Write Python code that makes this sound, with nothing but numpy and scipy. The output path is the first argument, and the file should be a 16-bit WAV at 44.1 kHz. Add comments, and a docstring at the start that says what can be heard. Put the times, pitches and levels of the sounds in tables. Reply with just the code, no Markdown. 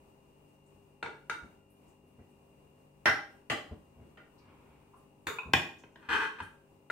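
"""Saucing a fish in a ceramic dish

A steel spoon spreads sauce over a fish and knocks the dish: each knock is a tiny blow that sets the dish ringing.
The fish is lifted and turned: soft low thuds, wet smacks made of tiny pops, and a juddering stick-slip scrape.
The spoon squeaks briefly in wavering tones. A small hard-walled kitchen adds echoes to each of these sounds.
Behind it lie shaped noise for the room air and wavering tones for a refrigerator that hums and whines faintly."""
import sys
import numpy as np
from scipy import signal
from scipy.fft import rfft, irfft, next_fast_len
from scipy.io import wavfile
from scipy.ndimage import uniform_filter1d, map_coordinates

SR = 44100
rng = np.random.default_rng(int(sys.argv[2]) if len(sys.argv) > 2 else 0)


def put_to_file(sound):
    """Save the sound as 16-bit audio at rate SR, in the file named by the first command-line argument."""
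    columns = np.atleast_2d(sound).T  # one column per channel
    safe = np.clip(columns, -1, 1)
    whole_steps = np.round(safe * 32767)
    wavfile.write(sys.argv[1], SR, whole_steps.astype(np.int16))


N = 304731  # length in samples

# The room
# tone colour of the room air: pitch_hz, level_db
AIR_COLOUR = [(20, -11), (38, -35.5), (50, 0), (120, -5.5), (400, -4.5), (660, -11), (950, -9),
              (1500, -24.5), (2200, -24.5), (2850, -17.5), (3100, -30), (5500, -32.5), (7800, -30.5),
              (8700, -26.5), (10000, -34), (15800, -32)]
# how alike left and right are, in the air and in the echoes: pitch_hz, likeness (1 = identical)
AIR_LIKENESS = [(60, 1), (240, 0.62), (950, -0.037), (3770, -0.093), (15000, -0.12)]
ECHO_LIKENESS = [(100, 1), (300, .75), (700, 0.65), (2000, .15), (8000, 0.26)]
# time for the kitchen's echoes to fall by 60 dB: pitch_hz, decay_s
ECHO_DECAY = [(100, 0.43), (300, 0.47), (700, 0.43), (2000, 0.37), (5000, 0.4), (9000, 0.36), (15000, 0.36)]
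# tones of the refrigerator hum: pitch_hz, level_db
HUM_TONES = [(98, -77.5), (146, -71), (199, -75), (247.6, -75), (296, -76), (398.4, -73), (543.7, -77.5),
             (640.6, -84.5), (829, -82.5), (2412, -93.5)]
TOP_HZ = 15800  # nothing above this is kept

# The fish and the sauce
# soft bumps of the fish and hand: start_s, level_db, time_scale_s
SOFT_BUMPS = [(1.422, -49, 0.028), (2.033, -57.5, 0.017), (2.182, -49.5, 0.022), (3.709, -39, 0.02),
              (3.96, -55, 0.071), (5.45, -45.5, 0.058)]
# tone colour of soft flesh: pitch_hz, level_db
FLESH_COLOUR = [(25, -41.5), (45, -15.5), (70, 3.5), (100, -3.5), (140, -3), (300, -8), (600, -17.5),
                (1200, -31.5), (4000, -54.5), (16000, -92)]
# tone colour of the rustling sauce: pitch_hz, level_db
SAUCE_COLOUR = [(290, -34), (500, -11), (549, -16), (676, -16), (832, -6.5), (1160, -7.5), (1950, -18),
                (2330, -10.5), (6000, -42), (7800, -65), (13200, -120)]
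# the clearest wet smacks: start_s, level_db, pitch_hz
CLEAR_SMACKS = [(0.658, -72.5, 8040), (1.697, -71, 11000), (1.876, -73, 7200), (2.19, -70, 2020),
                (4.378, -68, 4670), (4.933, -55.5, 1050), (4.964, -72, 9630), (5.783, -65, 6330),
                (6.421, -64.5, 8900)]
SMACK_S, SMACK_OCTAVES = 0.016, 0.45  # time scale and width in pitch of every smack
FAINT_SMACK_DB, FAINT_SMACK_HZ = -81.5, 8000  # middle values of the small smacks that come at random
# slow strokes of the spoon through sauce: start_s, length_s, level_db
SPREAD_STROKES = [(3.92, 0.29, -70.5), (4.39, 0.16, -61.5), (4.58, .3, -67)]
# each stroke sinks in gently, builds up, eases and lifts out
SINK_DB, SINK_S, EASE_DB, LIFT_DB_PER_S = -7, 0.11, 7, 112

# The spoon and the dish
# the spoon's edge catches and squeaks: start_s, level_db, time_scale_s
SPOON_SQUEAKS = [(5.3849, -28.5, 0.0057), (5.431, -42.5, 0.0044)]
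# tones of the squeak: pitch_hz, level_db
SPOON_TONES = [(1020, -7.5), (1420, -11.5), (2530, -2), (3700, -23.5)]
# pushes that scrape along the ceramic: start_s, length_s, level_db
SCRAPE_PUSHES = [(5.997, 0.15, -53.5), (6.088, 0.11, -23), (6.201, 0.03, -28.5), (6.357, 0.069, -43.5)]
# each push bites below its full force, builds up, slackens and lets go
BITE_DB, BUILD_S, SLACKEN_DB, LET_GO_DB_PER_S = -9, 0.045, 12, 380
CATCH_DB = 13.5  # the click as the edge catches, over the level of its push
# low push on the counter, relative to each kind of stroke
SCRAPE_RUMBLE_DB, SPREAD_RUMBLE_DB = -27.5, 1
# ringing modes of the dish, and how strongly each kind of contact drives them:
# pitch_hz, width_hz, end_db, wall_db, corner_db, rim_db, floor_db, scrape_db
DISH_MODES = [(124, 54, -26, -10.5, -8, -16.5, -12, -19.5), (280, 120, -29, -14, -5.5, -21.5, -6.5, -19.5),
              (331, 51, -18.5, -4.5, -6, -11.5, -3, -12.5), (441, 41, -12, -0.5, -8, -4.5, -8, -10.5),
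              (619, 76, -18.5, -2, -7, -37.5, -13, -33.5), (795, 60, -23, 0, -1.5, -27, -6, -11),
              (942, 120, -10, -7.5, -9.5, -6, -5.5, -5), (1080, 65, -17, -9, -10, -1, -4.5, -27),
              (1197, 110, -15.5, -9.5, -5, -6, -31, -6), (1416, 110, -2, -3, -2.5, -8, -22, -6.5),
              (1609, 110, -8.5, -1, 0.5, -10, -5, 1.5), (1841, 57, -18, 1, -2, -13.5, -6.5, -26),
              (2018, 87, -10.5, 2.5, 3, -12, -5.5, -9.5), (2298, 80, -5.5, -9, -7.5, -9, -26.5, -31.5),
              (2485, 99, -38, -16.5, -12, -14, 0, -7.5), (2730, 250, -15, -10, -6.5, -16.5, -12, -19),
              (3097, 130, -38, -11, -9.5, -38.5, -6.5, -11.5),
              (3390, 150, -29, -26.5, -13, -28.5, -9.5, -26), (3645, 210, -15, -20, -24, -14, -16, -25.5),
              (4235, 260, -23, -21.5, -21, -18.5, -20, -27),
              (4890, 130, -30, -20, -17.5, -46.5, -16.5, -49),
              (5536, 200, -27.5, -16, -33, -52.5, -19, -32), (6020, 600, -26, -46, -31.5, -27, -38, -39),
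              (7040, 300, -28.5, -31, -25.5, -19.5, -22, -47), (8160, 1200, -28.5, -52, -30, -31, -34, -37),
              (9850, 550, -37, -34, -52, -38, -36, -48), (12400, 6200, -59, -54, -44.5, -34.5, -37.5, -58)]
# names of the contacts, in the order of the last six columns above: name
CONTACT_NAMES = ["end", "wall", "corner", "rim", "floor", "scrape"]
# one row for each contact name: direct_db (early arrivals against the echoes),
# thud_db (push into the counter, relative to the knock)
CONTACT_LEVELS = [(1.5, -52), (-6.5, -54), (-7.5, -51), (-3.5, -47), (4.5, -47), (9, -37)]
# knocks on the dish: start_s, level_db, brightness_db_per_octave, contact_name
DISH_KNOCKS = [(1.0282, -4, -6, "end"), (1.0615, -8.5, -8.5, "end"), (1.2981, -1.5, -2, "end"),
               (3.0576, 11, 1.5, "wall"), (3.500, 5, 0.7, "corner"), (4.173, -19.5, -7, "corner"),
               (5.2696, 0, 0, "rim"), (5.5361, 12, -0.5, "floor"), (5.838, -21.5, -9, "floor"),
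               (5.958, -19.5, -9, "floor"), (6.403, -10, -4.5, "scrape"), (6.901, -3.5, -6, "end")]
DISH_PAN_DB = 2.5  # early sound of each knock is a little louder on the left
# after a blow the edge chatters on the glaze, the more the lighter the knock
CHATTER_DB, CHATTER_DB_PER_DB, CHATTER_S = -5, -0.34, 0.003


def amp(db):
    """Turn decibels into gain."""
    return 10 ** (np.asarray(db) / 20)


def unit(x):
    """Scale to an average (rms) level of 1."""
    return x / np.sqrt(np.mean(x ** 2) + 1e-20)


def along(points, hz):
    """Read between (pitch, value) points on a log pitch axis."""
    f, v = np.transpose(points)
    return np.interp(np.log(hz + 1), np.log(np.abs(f) + 1), v)


def wobble(rate, size=16):
    """A smooth random curve through `rate` random points a second."""
    coarse = np.arange(0, N, size)
    points = rng.standard_normal(int(N * rate / SR) + 4)
    curve = map_coordinates(points, [coarse * rate / SR])
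    return np.interp(np.arange(N), coarse, curve)


def filtered(x, response):
    """Change the strength of each frequency by a given response."""
    n = x.shape[-1]
    m = next_fast_len(n + SR // 4)
    hz = np.fft.rfftfreq(m, 1 / SR)
    return irfft(rfft(x, m) * response(hz), m)[..., :n]


def noise_pair(n, alike):
    """Left and right noise whose likeness depends on frequency."""
    def mix(hz):
        turn = np.arccos(np.clip(along(alike, hz), -1, 1)) / 2
        return np.array([np.cos(turn), np.sin(turn)])

    mid, side = filtered(rng.standard_normal((2, n)), mix)
    return np.array([mid + side, mid - side])


def add(track, s, sound):
    """Mix a sound into the track at time s."""
    part = track[..., round(s * SR):][..., :sound.shape[-1]]
    part += sound[..., :part.shape[-1]]


def swell(length):
    """A quick rise to 1 at half the time scale (in seconds), then a longer fall."""
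    u = np.arange(SR // 3) / SR / max(length, 1e-3)
    return 2 * u * np.exp(1 - 2 * u)


def causal(gain):
    """The most prompt impulse response that has this gain at each frequency."""
    cepstrum = irfft(np.log(gain + 1e-9))
    cepstrum[1:] *= 2
    return irfft(np.exp(rfft(cepstrum[:len(gain) - 1], len(cepstrum))))


def dispersion(delay, size=2048, count=25):
    """A click whose frequencies arrive after different random delays, up to about delay seconds."""
    hz = np.fft.rfftfreq(size, 1 / SR)
    lag = np.interp(hz, np.linspace(0, SR / 2, count), rng.uniform(0, delay, count))
    turns = np.cumsum(lag) * SR / size
    return irfft(np.exp(-2j * np.pi * turns))[:size // 2]


def uncoloured(response, size=32768, count=75):
    """Even out the echoes: they keep their fine ripple but favour no band."""
    power = np.mean(np.abs(rfft(response, size)) ** 2, axis=0)
    smooth_power = uniform_filter1d(power, count)
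    correction = causal(1 / np.sqrt(np.abs(smooth_power) + 1e-12))[:size // 8]
    return signal.fftconvolve(response, correction[None], axes=1)


def kitchen(x, pan_db=2, direct_db=0, early_db=0, tail_db=2.5, early_t60=0.14,
            build=0.0081, port_delay=0.00042, bounce_db=-5):
    """Direct sound, bounces off the counter and back wall, quick corner echoes, then the diffuse tail."""
    n = SR * 2 // 3
    t = np.arange(n) / SR
    # the tail builds up over `build` seconds, then each band dies at its own pace
    hz, frames, bands = signal.stft(noise_pair(n, ECHO_LIKENESS), SR, nperseg=256)
    fading = bands * amp(-60 * frames / along(ECHO_DECAY, hz)[:, None])
    tail = signal.istft(fading, SR, nperseg=256)[1][:, :n]
    tail = unit(tail * (1 - np.exp(-t / build))) / np.sqrt(n)
    quick_echoes = noise_pair(n, ECHO_LIKENESS) * amp(-60 * t / early_t60)
    near = amp(early_db) * unit(quick_echoes) / np.sqrt(n)
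    counter_s, wall_s = rng.uniform(0.00092, 0.0025), rng.uniform(0.003, 0.005)
    for s, db in [(0, 0), (counter_s, bounce_db), (wall_s, bounce_db)]:
        # each arrival is smeared differently on the left and right
        arrival = np.array([dispersion(port_delay), dispersion(port_delay)])
        add(near, s, amp(direct_db + db) * arrival)
    response = near * amp([[pan_db / 2], [-pan_db / 2]]) + amp(tail_db) * tail
    return signal.fftconvolve(x[None], uncoloured(response), axes=1)[:, :N]


def ring(modes, tilt_db=0, size=8192):
    """Ringing of energy 1: each (pitch, width, level) mode is a peak, and a wider one dies faster."""
    hz = np.fft.rfftfreq(size, 1 / SR) + 1
    power = sum(amp(db) ** 2 / (1 + ((hz ** 2 - c ** 2) / (hz * w)) ** 2) ** 1.27
                for c, w, db in modes)
    brightness = amp(tilt_db * np.log2(1 + hz / 1500))
    response = causal(np.sqrt(power) * brightness)
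    return response / np.linalg.norm(response)


def dish(place):
    """The modes of the dish as driven by one kind of contact."""
    column = CONTACT_NAMES.index(place)
    return [(hz, width, drive[column]) for hz, width, *drive in DISH_MODES]


def strokes(rows, start_db, attack, sag_db, release_db_per_s):
    """Force of hand strokes: each starts low, builds up, sags and dies away."""
    gain = np.zeros(N)
    for s, length, db in rows:
        t = np.arange(N) / SR - s
        rise = start_db * np.clip(1 - t / attack, 0, 1)
        sag = sag_db * np.clip((t - attack) / max(length - attack, attack), 0, 1)
        release = release_db_per_s * np.maximum(t - length, 0)
        gain += (t >= 0) * amp(db + rise - sag - release)
    return gain


def spreading():
    """Force of the strokes through the sauce."""
    return strokes(SPREAD_STROKES, SINK_DB, SINK_S, EASE_DB, LIFT_DB_PER_S)


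def scraping():
    """Force of the pushes along the ceramic."""
    return strokes(SCRAPE_PUSHES, BITE_DB, BUILD_S, SLACKEN_DB, LET_GO_DB_PER_S)


def background(air_db=-65, whine_hz=2800, whine_db=-81, motor_hz=49.8, throb=0.49,
               drift=1.0, fade_db_per_s=0.8):
    """Room air, unsteady refrigerator hum and a fading whine that throbs at each turn of its motor."""
    t = np.arange(N) / SR
    air = unit(filtered(noise_pair(N, AIR_LIKENESS), lambda hz: amp(along(AIR_COLOUR, hz))))
    air = amp(air_db + 1.1 * wobble(11)) * air
    hum = np.zeros(N)
    for hz, db in HUM_TONES:
        level = amp(db + 1.7 * wobble(3.3)) * np.sqrt(2)
        hum += level * np.sin(2 * np.pi * hz * t + 0.5 * wobble(1.4))
    # left and right whines drift separately
    tone = np.array([np.sin(2 * np.pi * whine_hz * t + drift * wobble(30)) * amp(2.1 * wobble(4.0))
                     for side in range(2)])
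    whine = unit(tone * (1 + throb * np.sin(2 * np.pi * motor_hz * t + 0.4 * wobble(30))))
    fade = amp(whine_db - fade_db_per_s * (t - t.mean()))  # whine_db holds halfway through
    return (air + hum + fade * whine) * amp([[1.5], [-1.5]])


def thuds(jolt_s=0.023):
    """Soft flesh pushes slowly on dish and counter, so mostly low sound results; knocks and strokes push too."""
    push = amp(SCRAPE_RUMBLE_DB) * scraping() + amp(SPREAD_RUMBLE_DB) * spreading()
    for s, db, length in SOFT_BUMPS:
        add(push, s, amp(db) * swell(length))
    for s, db, _, place in DISH_KNOCKS:
        _, thud_db = CONTACT_LEVELS[CONTACT_NAMES.index(place)]
        add(push, s, amp(db + thud_db) * swell(jolt_s))
    body = unit(filtered(rng.standard_normal(N), lambda hz: amp(along(FLESH_COLOUR, hz))))
    return kitchen(push * body, tail_db=-1.5)


def crackle(n, spiky=0.7):
    """Noise with uneven spikes, like many tiny pops."""
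    return rng.standard_normal(n) * np.exp(spiky * rng.standard_normal(n))


def sauce(spread_db=-2, scatter_db=3, count=14):
    """Sticky films tear in clusters of tiny pops; the sliding spoon makes a soft wet rustle."""
    rustle = unit(filtered(crackle(N), lambda hz: amp(along(SAUCE_COLOUR, hz))))
    out = amp(spread_db) * spreading() * rustle
    faint = [(when * N / SR,
              FAINT_SMACK_DB + scatter_db * (2 * force - 1),
              FAINT_SMACK_HZ * 2 ** (high - 0.5))
             for when, force, high in rng.random((count, 3))]
    shape = swell(SMACK_S)
    for s, db, pitch in CLEAR_SMACKS + faint:
        def band(hz):
            octaves_away = np.log2((hz + 1) / pitch)
            return 1 / (1 + (octaves_away / SMACK_OCTAVES) ** 2) ** 2

        pops = filtered(crackle(len(shape)), band)
        add(out, s, amp(db) * shape * unit(pops))
    return kitchen(out)


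def squeaks(waver=0.55, rasp_db=-23):
    """Brief friction sets the spoon singing in wavering tones over a little rasp."""
    grip = np.zeros(N)
    for s, db, length in SPOON_SQUEAKS:
        add(grip, s, amp(db) * swell(length))
    t = np.arange(N) / SR
    tones = sum(amp(db) * np.sin(2 * np.pi * hz * t + waver * wobble(500)) for hz, db in SPOON_TONES)
    rasp = signal.fftconvolve(rng.standard_normal(N), ring(dish("rim")))[:N]
    return kitchen(grip * (unit(tones) + amp(rasp_db) * rasp), pan_db=0.0, direct_db=6.0)


def scrape(slip_rate=230, uneven=0.45, scatter_db=4, grit=0.19, travel=0.0013,
           dip_hz=690, dip_width_hz=130, dip_db=-9, soft_hz=12000):
    """Stick and slip: a catch, uneven tiny blows and fine grit drive the dish."""
    rate = slip_rate * np.exp(uneven * wobble(200))  # slips a second
    slips = np.diff(np.floor(np.cumsum(rate) / SR), prepend=0)
    # the longer the contact sticks, the harder it lets go
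    slips = slips * amp(scatter_db * rng.standard_normal(N)) / np.sqrt(rate)
    force = (unit(slips) + grit * rng.standard_normal(N)) * scraping()
    for s, _, db in SCRAPE_PUSHES:
        force[round(s * SR)] += amp(db + CATCH_DB)

    def colour(hz):
        # the dish answers less between its low and middle modes; the top is softened
        dip = amp(dip_db * np.exp(-((hz - dip_hz) / dip_width_hz) ** 2))
        return dip / np.hypot(1, (hz / soft_hz) ** 2)

    body = signal.fftconvolve(dispersion(travel), ring(dish("scrape")))
    return kitchen(signal.fftconvolve(filtered(force, colour), body)[:N], pan_db=3.5)


def knocks(touch_db=-27, lead=0.0013, travel=0.0022):
    """The spoon brushes the sauce film, then blow and chatter spread through the dish as bending waves."""
    out = np.zeros((2, N))
    n = round(lead * SR)  # samples of brushing before the blow
    for s, db, tilt_db, place in DISH_KNOCKS:
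        direct_db, _ = CONTACT_LEVELS[CONTACT_NAMES.index(place)]
        touch = amp(touch_db) * rng.standard_normal(n) / np.sqrt(n)
        force = dispersion(travel)
        chatter = rng.standard_normal(len(force)) * swell(CHATTER_S)[:len(force)]
        chatter_gain = amp(CHATTER_DB + CHATTER_DB_PER_DB * db)
        force = force + chatter_gain * chatter / np.linalg.norm(chatter)
        contact = np.append(touch, force / np.linalg.norm(force))
        blow = signal.fftconvolve(contact, ring(dish(place), tilt_db))
        # start early by the brushing and the middle of the wave delays
        add(out, s - (n / SR + travel / 2), amp(db) * kitchen(blow, DISH_PAN_DB, direct_db))
    return out


def scene():
    """Everything on the counter, over the kitchen's background."""
    return background() + thuds() + sauce() + squeaks() + scrape() + knocks()


def record(dry):
    """Keep only the sound below the top frequency."""
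    return filtered(dry, lambda hz: hz < TOP_HZ)


dry = scene()
out = record(dry)
put_to_file(out)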